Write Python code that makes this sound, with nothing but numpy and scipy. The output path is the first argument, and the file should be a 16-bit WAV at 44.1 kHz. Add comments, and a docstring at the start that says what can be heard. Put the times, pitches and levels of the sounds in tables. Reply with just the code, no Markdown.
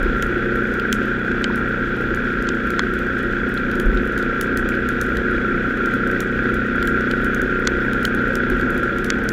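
"""A motorcycle engine drones steadily at once, on a wet motorway, heard by a small camera sealed in a case
on the bike. Sines locked to the engine cycle make the exhaust and gear whine; firing clatter, throbbing
noise with a repeating pattern, rings in the camera mount. Coloured noise makes road roar, faint tyre hiss
and wind buffeting, and noise rings in the frame. Raindrops tick and crackle on the case, joints thud as
low decaying sines, and road jolts and grit strike short rings."""
import sys
import numpy as np
from scipy import signal
from scipy.fft import rfft, irfft
from scipy.io import wavfile

SR = 44100
rng = np.random.default_rng(int(sys.argv[2]) if len(sys.argv) > 2 else 0)


def to_wav(s):
    """Save 16-bit WAV."""
    ch = np.atleast_2d(s).T  # columns
    pcm = np.round(np.clip(ch, -1, 1) * 32767)  # PCM
    wavfile.write(sys.argv[1], SR, pcm.astype(np.int16))


N = 411012
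TIME_S = np.arange(N) / SR


def from_db(db):
    """Turn decibels into an amplitude factor."""
    return 10 ** (np.asarray(db) / 20)


def rms_one(x):
    """Scale a signal to an rms of 1."""
    return x / np.sqrt(np.mean(x ** 2) + 1e-20)


def in_time(rows):
    """Draw straight lines between the (time, value) rows of a table."""
    s, values = np.transpose(rows)
    return np.interp(TIME_S, s, values)


def blow_at(s, level_db):
    """A single click at a given time."""
    blow = np.zeros(N)
    blow[round(s * SR)] = from_db(level_db)
    return blow


def drift(rate_hz):
    """Slow chance of spread 1: noise at every 40th sample through a double one-pole low-pass."""
    pole = np.exp(-80 * np.pi * rate_hz / SR)
    noise = rng.standard_normal(N // 40 + 2002)
    slow = signal.lfilter([1], [1, -2 * pole, pole * pole], noise)[2000:]  # drop the filter's start
    return np.interp(np.arange(N) / 40, np.arange(len(slow)), rms_one(slow))


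def ring(clicks, hz, t60):
    """A struck mode: a unit click starts a sine of height 1 that decays by 60 dB in t60 seconds."""
    pole, turn = from_db(-60 / (t60 * SR)), 2 * np.pi * hz / SR
    # the tiny offset keeps the filter clear of denormal numbers
    return signal.lfilter([0, np.sin(turn)], [1, -2 * pole * np.cos(turn), pole * pole], clicks + 1e-18)


def resonate(x, hz, width_hz):
    """A resonance applied twice, so its skirts fall steeply; gain 1 on top."""
    pole = np.exp(-np.pi * width_hz * 1.55 / SR)  # each stage is wider, as two in a row narrow the peak
    gain = (1 - pole * pole) / 2
    stage = [gain, 0, -gain, 1, -2 * pole * np.cos(2 * np.pi * hz / SR), pole * pole]
    return signal.sosfilt([stage, stage], x)


def ringing(shake, modes):
    """A body's resonances in parallel, signs alternating; rms 1."""
    out = 0
    for k, (hz, width_hz, level_db) in enumerate(modes):
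        out = out + (-1) ** k * from_db(level_db) * resonate(shake, hz, width_hz)
    return rms_one(out)


def coloured(spectrum, patchy_db, rate_hz):
    """Noise of the given colour, split in overlapping octave parts that each flicker on their own; rms 1."""
    hz, points = np.maximum(np.fft.rfftfreq(N, 1 / SR), 1), np.array(spectrum)
    level_db = np.interp(np.log(hz), np.log(points[:, 0]), points[:, 1], left=-150, right=-150)
    shaped = from_db(level_db) * rfft(rng.standard_normal(N))
    out = 0
    for octave in np.arange(np.floor(np.log2(points[0, 0])), np.log2(points[-1, 0]) + 1):
        part = np.cos(np.pi / 2 * np.clip(np.log2(hz) - octave, -1, 1)) ** 2
        out = out + from_db(patchy_db * drift(rate_hz)) * irfft(shaped * part, N)
    return rms_one(out)


def orders(cycle, table, waver_db, slip, sweep, smeared_to=np.inf):
    """Sines locked to the engine cycle waver and slip in phase; sweep smears the pulse up to an order; rms 1."""
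    out = 0
    for k, level_db in table:
        phase = 2 * np.pi * k * cycle + sweep * min(k, smeared_to) ** 2 + slip * drift(3.45)
        out = out + from_db(level_db + waver_db * drift(2.86)) * np.cos(phase)
    return rms_one(out)


# Engine speed on the motorway: (time [s], speed [rpm])
ENGINE_SPEED = [(0.0, 3666), (0.9, 3648), (1.8, 3634), (2.5, 3618), (3.4, 3606), (3.9, 3614), (4.2, 3629),
                (4.8, 3648), (5.5, 3673), (6.6, 3700), (7.2, 3707), (7.8, 3701), (8.2, 3691), (8.7, 3667),
                (9.0, 3648), (9.32, 3639)]
CRUISE_RPM = 3650


def engine_motion():
    """Engine speed above cruise (rpm) and running count of cycles; a four-stroke cycle takes two turns."""
    rpm = in_time(ENGINE_SPEED)
    return rpm - CRUISE_RPM, np.cumsum(rpm / 120) / SR


# Exhaust orders: (multiple of the cycle rate, relative level [dB])
EXHAUST_ORDERS = [(1, -6), (2, -11.5), (3, -21), (4, -5), (5, -25), (6, -7), (7, 0), (8, -1), (9, -6),
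                  (10, -10), (11, -11), (12, -5), (13, -9), (14, -11), (15, -6), (16, -10), (17, -16),
                  (18, -15), (19, -21), (20, -27)]
# The pipe smears the low orders: level waver [dB], phase slip [rad], phase sweep [rad], last smeared order
EXHAUST_STEADINESS = dict(waver_db=1.6, slip=.2, sweep=.6, smeared_to=12)
EXHAUST_DB, EXHAUST_DB_PER_RPM = -23.5, 0.0232  # level at cruise, rise with engine speed


def exhaust(cycle, above_cruise_rpm):
    """Exhaust pulses repeat each cycle, so they sum to orders of it; they grow with engine speed."""
    level = from_db(EXHAUST_DB + EXHAUST_DB_PER_RPM * above_cruise_rpm)
    return level * orders(cycle, EXHAUST_ORDERS, **EXHAUST_STEADINESS)


# Resonances of the camera mount: (frequency [Hz], width [Hz], relative level [dB])
MOUNT_MODES = [(713, 48, -18.5), (1244, 60, -19), (1387, 45, -0.5), (1460, 88, -6), (1556, 174, -4.5),
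               (1736, 143, -17), (1830, 173, -12), (2367, 324, -22.5), (3369, 92, -23)]


def mount(shake):
    """The camera mount rings at its resonances when shaken; rms 1."""
    return ringing(shake, MOUNT_MODES)


# Gear teeth: (multiple of the cycle rate, level before the mount [dB])
GEAR_TEETH = [(45, 2), (48, 5), (63, 1)]
WHINE_DB, CLATTER_DB = -29, -24  # levels at cruise
CLATTER_DB_PER_RPM = 0.0175  # rise of both with engine speed


def gear_whine(cycle, above_cruise_rpm):
    """Gear teeth mesh at fixed multiples of the cycle rate and set the mount ringing."""
    level = from_db(WHINE_DB + CLATTER_DB_PER_RPM * above_cruise_rpm)
    return level * mount(orders(cycle, GEAR_TEETH, waver_db=0.6, slip=0.24, sweep=0.3))


def firing_clatter(cycle, above_cruise_rpm):
    """Firings shake the camera mount: a pattern that repeats every cycle, plus noise that throbs with it."""
    turn = 2 * np.pi * cycle
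    throb = 1 + 0.19 * np.cos(turn) + 0.45 * np.cos(2 * turn + 0.38) + 0.26 * np.cos(4 * turn + 0.72)
    equal_orders = [(k, 0) for k in range(39, 66)]
    pattern = orders(cycle, equal_orders, waver_db=2.0, slip=0.66, sweep=np.pi / 2 * 1.02)
    shake = throb * rng.standard_normal(N) + from_db(-14.5) * pattern
    return from_db(CLATTER_DB + CLATTER_DB_PER_RPM * above_cruise_rpm) * mount(shake)


# Colour of the road roar: (frequency [Hz], relative density [dB])
ROAR_COLOUR = [(60, -26), (80, -6.5), (110, -11), (140, -6), (200, -7), (290, -7.5), (410, -15.5),
               (450, -7), (560, -9), (630, -20.5), (900, -22), (1150, -24.5), (1400, -53)]
# The roar swells and sinks: (time [s], rise [dB])
ROAR_RISE = [(0, 3), (.6, -0.5), (2.1, 1.1), (2.6, -2), (4.0, 0), (6.0, -0.9), (7.3, -1.1), (8.3, 1),
             (9.32, 2)]
ROAR_DB = -32


def road_roar():
    """Road roar is low coloured noise that flickers in octave parts and swells and sinks."""
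    return from_db(ROAR_DB + in_time(ROAR_RISE)) * coloured(ROAR_COLOUR, patchy_db=2.0, rate_hz=9.1)


# Resonances of frame and fairing: (frequency [Hz], width [Hz], relative level [dB])
FRAME_MODES = [(258.8, 13.4, 0.5), (229, 23, -15), (344.8, 26.6, -1), (386, 23, -7), (522, 34, -20)]
FRAME_DB = -29  # wanders about this level


def frame_ring():
    """The road shakes frame and fairing at random, and they ring at their resonances."""
    return from_db(FRAME_DB + 2.2 * drift(9.1)) * ringing(rng.standard_normal(N), FRAME_MODES)


# Colour of the tyre spray: (frequency [Hz], relative density [dB])
SPRAY_COLOUR = [(1000, -18.5), (1700, 0), (1940, -16), (2100, -25.5), (2490, -12), (2680, -17),
                (3400, -18.5), (4280, -29.5), (7420, -39), (8980, -50), (10400, -46), (12100, -50),
                (14900, -38), (15700, -46), (16500, -77)]
SPRAY_DB = -34  # wanders about this level


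def tyre_spray():
    """Tyre spray is a faint hiss of coloured noise with small, quick changes of level."""
    return from_db(SPRAY_DB + 0.44 * drift(4.5)) * coloured(SPRAY_COLOUR, patchy_db=1.2, rate_hz=20.0)


# Colour of the wind buffeting: (frequency [Hz], relative density [dB])
BUFFET_COLOUR = [(12, -32), (20, -6), (28, -2), (45, -0.5), (62, 2), (75, -21), (110, -40)]
# Two gusts, at the start and near 4 s; a row of 0 dB adds nothing: (time of the top [s], rise [dB])
WIND_GUSTS = [(0.0, 7), (3.95, 5), (4.6, 0)]
GUST_S, BUFFET_DB = 0.2, -32.5  # time to fall to 1/e of the dB rise; level between gusts


def wind_buffet():
    """Wind buffets as very low noise, raised by two bell-shaped gusts."""
    gust_db = sum(db * np.exp(-((TIME_S - s) / GUST_S) ** 2) for s, db in WIND_GUSTS)
    return from_db(BUFFET_DB + gust_db) * coloured(BUFFET_COLOUR, patchy_db=1.0, rate_hz=6.4)


# Larger raindrops on the case; knock, body and fizz are relative to the drop's level:
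# (listed time [s], level [dB], knock [dB], body [dB], fizz [dB])
LARGE_DROPS = [(0.0291, -36, -7, -9, -6), (0.2239, -17, -14, -7, -16), (0.739, -32.5, -12, -10, -12),
               (0.7971, -30, -3, 5.5, -16), (0.9268, -6.5, -17, -8.5, -19.5), (1.3159, -33, -11.5, -3, -27),
               (1.4413, -12.5, -11, 0, -55), (1.5579, -32.5, -14, -7, -6), (2.1465, -25.5, -14, -15, -19),
               (2.4239, -29, -16, -11, -12), (2.4703, -33, -4, -2, -50), (2.4885, -13.5, -5, -8, -51),
               (2.7038, -25.5, -18, -6, -12), (2.7926, -11, 4.5, -2, -47), (2.9375, -34, -13, -6, -7),
               (2.9891, -35, -11, -2, -8), (3.1901, -33, -10, -1, -18), (3.5404, -36, -11, -4, -4),
               (3.575, -34, -6, 9, -16), (3.714, -33.5, -8, 4, -10), (3.7538, -31, -8, -8, -14),
               (3.7986, -24, -21, -3, -8.5), (3.9724, -33, -8, 7, -35), (4.0741, -38, -12, -4, -7),
               (4.1774, -26.5, -15, -3, -12), (4.188, -33, -12, -5, -10), (4.2263, -30, -12, 1, -17),
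               (4.4109, -15, -12, -13, -10), (4.5727, -18, -26, -11, -11), (4.689, -25.5, -17, -6, -11),
               (4.8883, -22, -20, -16, -13), (5.013, -17, -25, -16, -12.5), (5.1698, -25, -11.5, -1, -17),
               (5.8586, -25, -15, -13, -17), (5.9374, -35, -12, -11, -9), (6.074, -32, -8, -11, -10),
               (6.113, -32, -12, -16, -11), (6.2042, -16.5, -5, -16, -13.5), (6.5418, -31, -17, -13, -8),
               (6.8264, -25, 6, 1.5, -14), (6.8731, -23.5, -16, -4, -8.5), (7.008, -28, -6, -19, -19),
               (7.1117, -24, -18, 2.5, -16), (7.245, -29.5, -20, -19.5, -7), (7.346, -24, -16, -15, -14),
               (7.4165, -23, -20, -23, -15), (7.651, -31, -1, -7, -36), (7.6725, -2.5, -6.5, -11.5, -58),
               (7.9322, -25.5, -16, -4, -14), (8.0292, -31, -11, -9, -9), (8.0511, -11, -9, -2.5, -18),
               (8.1479, -31.5, -14, -9, -8), (8.3539, -17.5, -21, -12, -15), (8.5, -30, -14, -18, -8),
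               (8.6113, -30, -8, 0, -16), (8.704, -33.5, -10, -11, -7), (8.777, -33.5, -19, -12, -5),
               (8.8327, -31, -10, -6, -12), (8.984, -26, -14, -10, -15), (9.0444, -21.5, -21, -6, -11),
               (9.0623, -30, -5, -7, -18), (9.1022, -5, -4, -9.5, -57), (9.2895, -12, -25, -19, -18.5)]
# Middle knock, body and fizz of a fine drop, relative to its level: [dB] each
FINE_DROP_SHARES = (-9, -11, -12)
# Knock, body, crack, fizz and a soft treble hiss:
# (low edge [Hz], high edge [Hz], tap gain [dB], splash gain [dB], rise and fade [s])
SPLASH_BANDS = [(985, 2340, 29, 11, 0.00023), (1340, 4120, 23, 7.5, 0.00078),
                (3630, 7480, 10.5, -6, 0.00061), (8800, 20000, 22, 5.5, 0.00045),
                (4800, 13000, -21, -14.5, 0.0098)]
# Camera case resonances, added to the splashes: (frequency [Hz], width [Hz], gain [dB])
CASE_MODES = [(3170, 530, -7.5), (6380, 2800, -6.5), (10760, 1500, -8), (12900, 400, -5), (15200, 690, 5)]
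FINE_PER_S, FINE_DB, FINE_SPREAD_DB, FINE_COLOUR_DB = 22, -49.5, 4.0, 8.0
ONSET_DELAY_S = 0.00073  # every tap and splash starts this long after its listed time


def drizzle():
    """Fine drops land at random, mostly small, with chance colour; rows as in LARGE_DROPS."""
    at = np.flatnonzero(rng.random(N) < FINE_PER_S / SR)
    luck = rng.random((len(at), 4))
    level_db = FINE_DB + FINE_SPREAD_DB * np.minimum(-np.log(1 - luck[:, 0]), 3)
    shares_db = FINE_DROP_SHARES + FINE_COLOUR_DB * (2 * luck[:, 1:] - 1)
    return np.column_stack([at / SR, level_db, shares_db])


def rain():
    """Each drop taps and crackles in four bands; a faint treble hiss swells and fades; the case resonates."""
    s, drop_db, knock_db, body_db, fizz_db = np.concatenate([LARGE_DROPS, drizzle()]).T
    at = np.minimum(np.round((s + ONSET_DELAY_S) * SR).astype(int), N - 1)
    crackle = rng.choice([-1., 1.], N)
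    shares_db = (knock_db, body_db, 0, fizz_db, fizz_db)  # the soft hiss shares the fizz level
    out = 0
    for (low_hz, high_hz, tap_db, splash_db, burst_s), share_db in zip(SPLASH_BANDS, shares_db):
        hits = np.zeros(N)
        hits[at] = from_db(drop_db + share_db)
        fade = np.exp(-1 / (burst_s * SR))
        envelope = signal.lfilter([1], [1, -2 * fade, fade * fade], hits + 1e-18)
        burst = envelope * (1 - fade) * np.e * crackle  # the scaling tops the envelope near the hit's height
        blow = from_db(tap_db) * hits + from_db(splash_db) * burst
        band = signal.butter(4, [low_hz, high_hz], "band", fs=SR, output="sos")
        out = out + signal.sosfilt(band, blow)
    return out + sum(from_db(db) * resonate(out, hz, width_hz) for hz, width_hz, db in CASE_MODES)


# Road joints under the wheels: (time [s], blow before softening [dB], frequency [Hz])
ROAD_JOINTS = [(0.031, -13, 38), (.13, -19, 45.2), (.3, -27, 42.2), (3.856, -7, 40.3), (3.936, -14, 46),
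               (4.589, -21, 35), (8.51, -12.5, 39.8)]


def suspension_thuds():
    """Joints set the frame swinging for a few cycles; a low-pass softens the blows."""
    out = 0
    for s, blow_db, hz in ROAD_JOINTS:
        out = out + ring(blow_at(s, blow_db), hz, t60=0.31)
    return signal.sosfilt(signal.butter(2, 90, fs=SR, output="sos"), out)


# Road jolts: the fairing rings briefly: (time [s], blow before softening [dB])
FRAME_JOLTS = [(.055, -20), (.298, -11.5), (.363, -16), (.462, -10), (2.11, -11), (3.969, -18),
               (8.516, -8.5), (8.7, -15)]
# Grit on small parts: (time [s], blow before softening [dB], frequency [Hz])
GRIT_PINGS = [(1.5, -15, 970), (4.72, -13, 2260)]
FAIRING_HZ, FAIRING_T60_S = 352.7, 0.097
GRIT_CYCLES = 15  # cycles in which a ping decays by 60 dB


def jolts_and_grit():
    """Road jolts knock the fairing and grit pings off small parts; each rings briefly."""
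    blows = [(s, db, FAIRING_HZ, FAIRING_T60_S) for s, db in FRAME_JOLTS]
    blows += [(s, db, hz, GRIT_CYCLES / hz) for s, db, hz in GRIT_PINGS]
    out = 0
    for s, blow_db, hz, t60 in blows:
        struck = ring(blow_at(s, blow_db), hz, t60)
        out = out + resonate(struck, hz, width_hz=hz / 3)  # soft contact: the ring swells in
    return out


def scene():
    """Engine layers follow engine speed; road, spray, wind, rain and blows are added beside them."""
    above_cruise_rpm, cycle = engine_motion()
    engine = exhaust(cycle, above_cruise_rpm) + gear_whine(cycle, above_cruise_rpm)
    engine = engine + firing_clatter(cycle, above_cruise_rpm)
    road_and_wind = road_roar() + frame_ring() + tyre_spray() + wind_buffet()
    strikes = rain() + suspension_thuds() + jolts_and_grit()
    return (engine + road_and_wind + strikes)[None]


MICROPHONE_TOP_HZ, CUTOFF_HZ = 14600, 16750


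def record(dry):
    """At the microphone in the case, peaks are rounded, the high treble fades and the top is cut."""
    rounded = 0.87 * np.tanh(dry / 0.94)
    heard = signal.sosfilt(signal.butter(6, MICROPHONE_TOP_HZ, fs=SR, output="sos"), rounded)
    return signal.sosfilt(signal.cheby2(24, 45, CUTOFF_HZ, fs=SR, output="sos"), heard)


dry = scene()
out = record(dry)
to_wav(out)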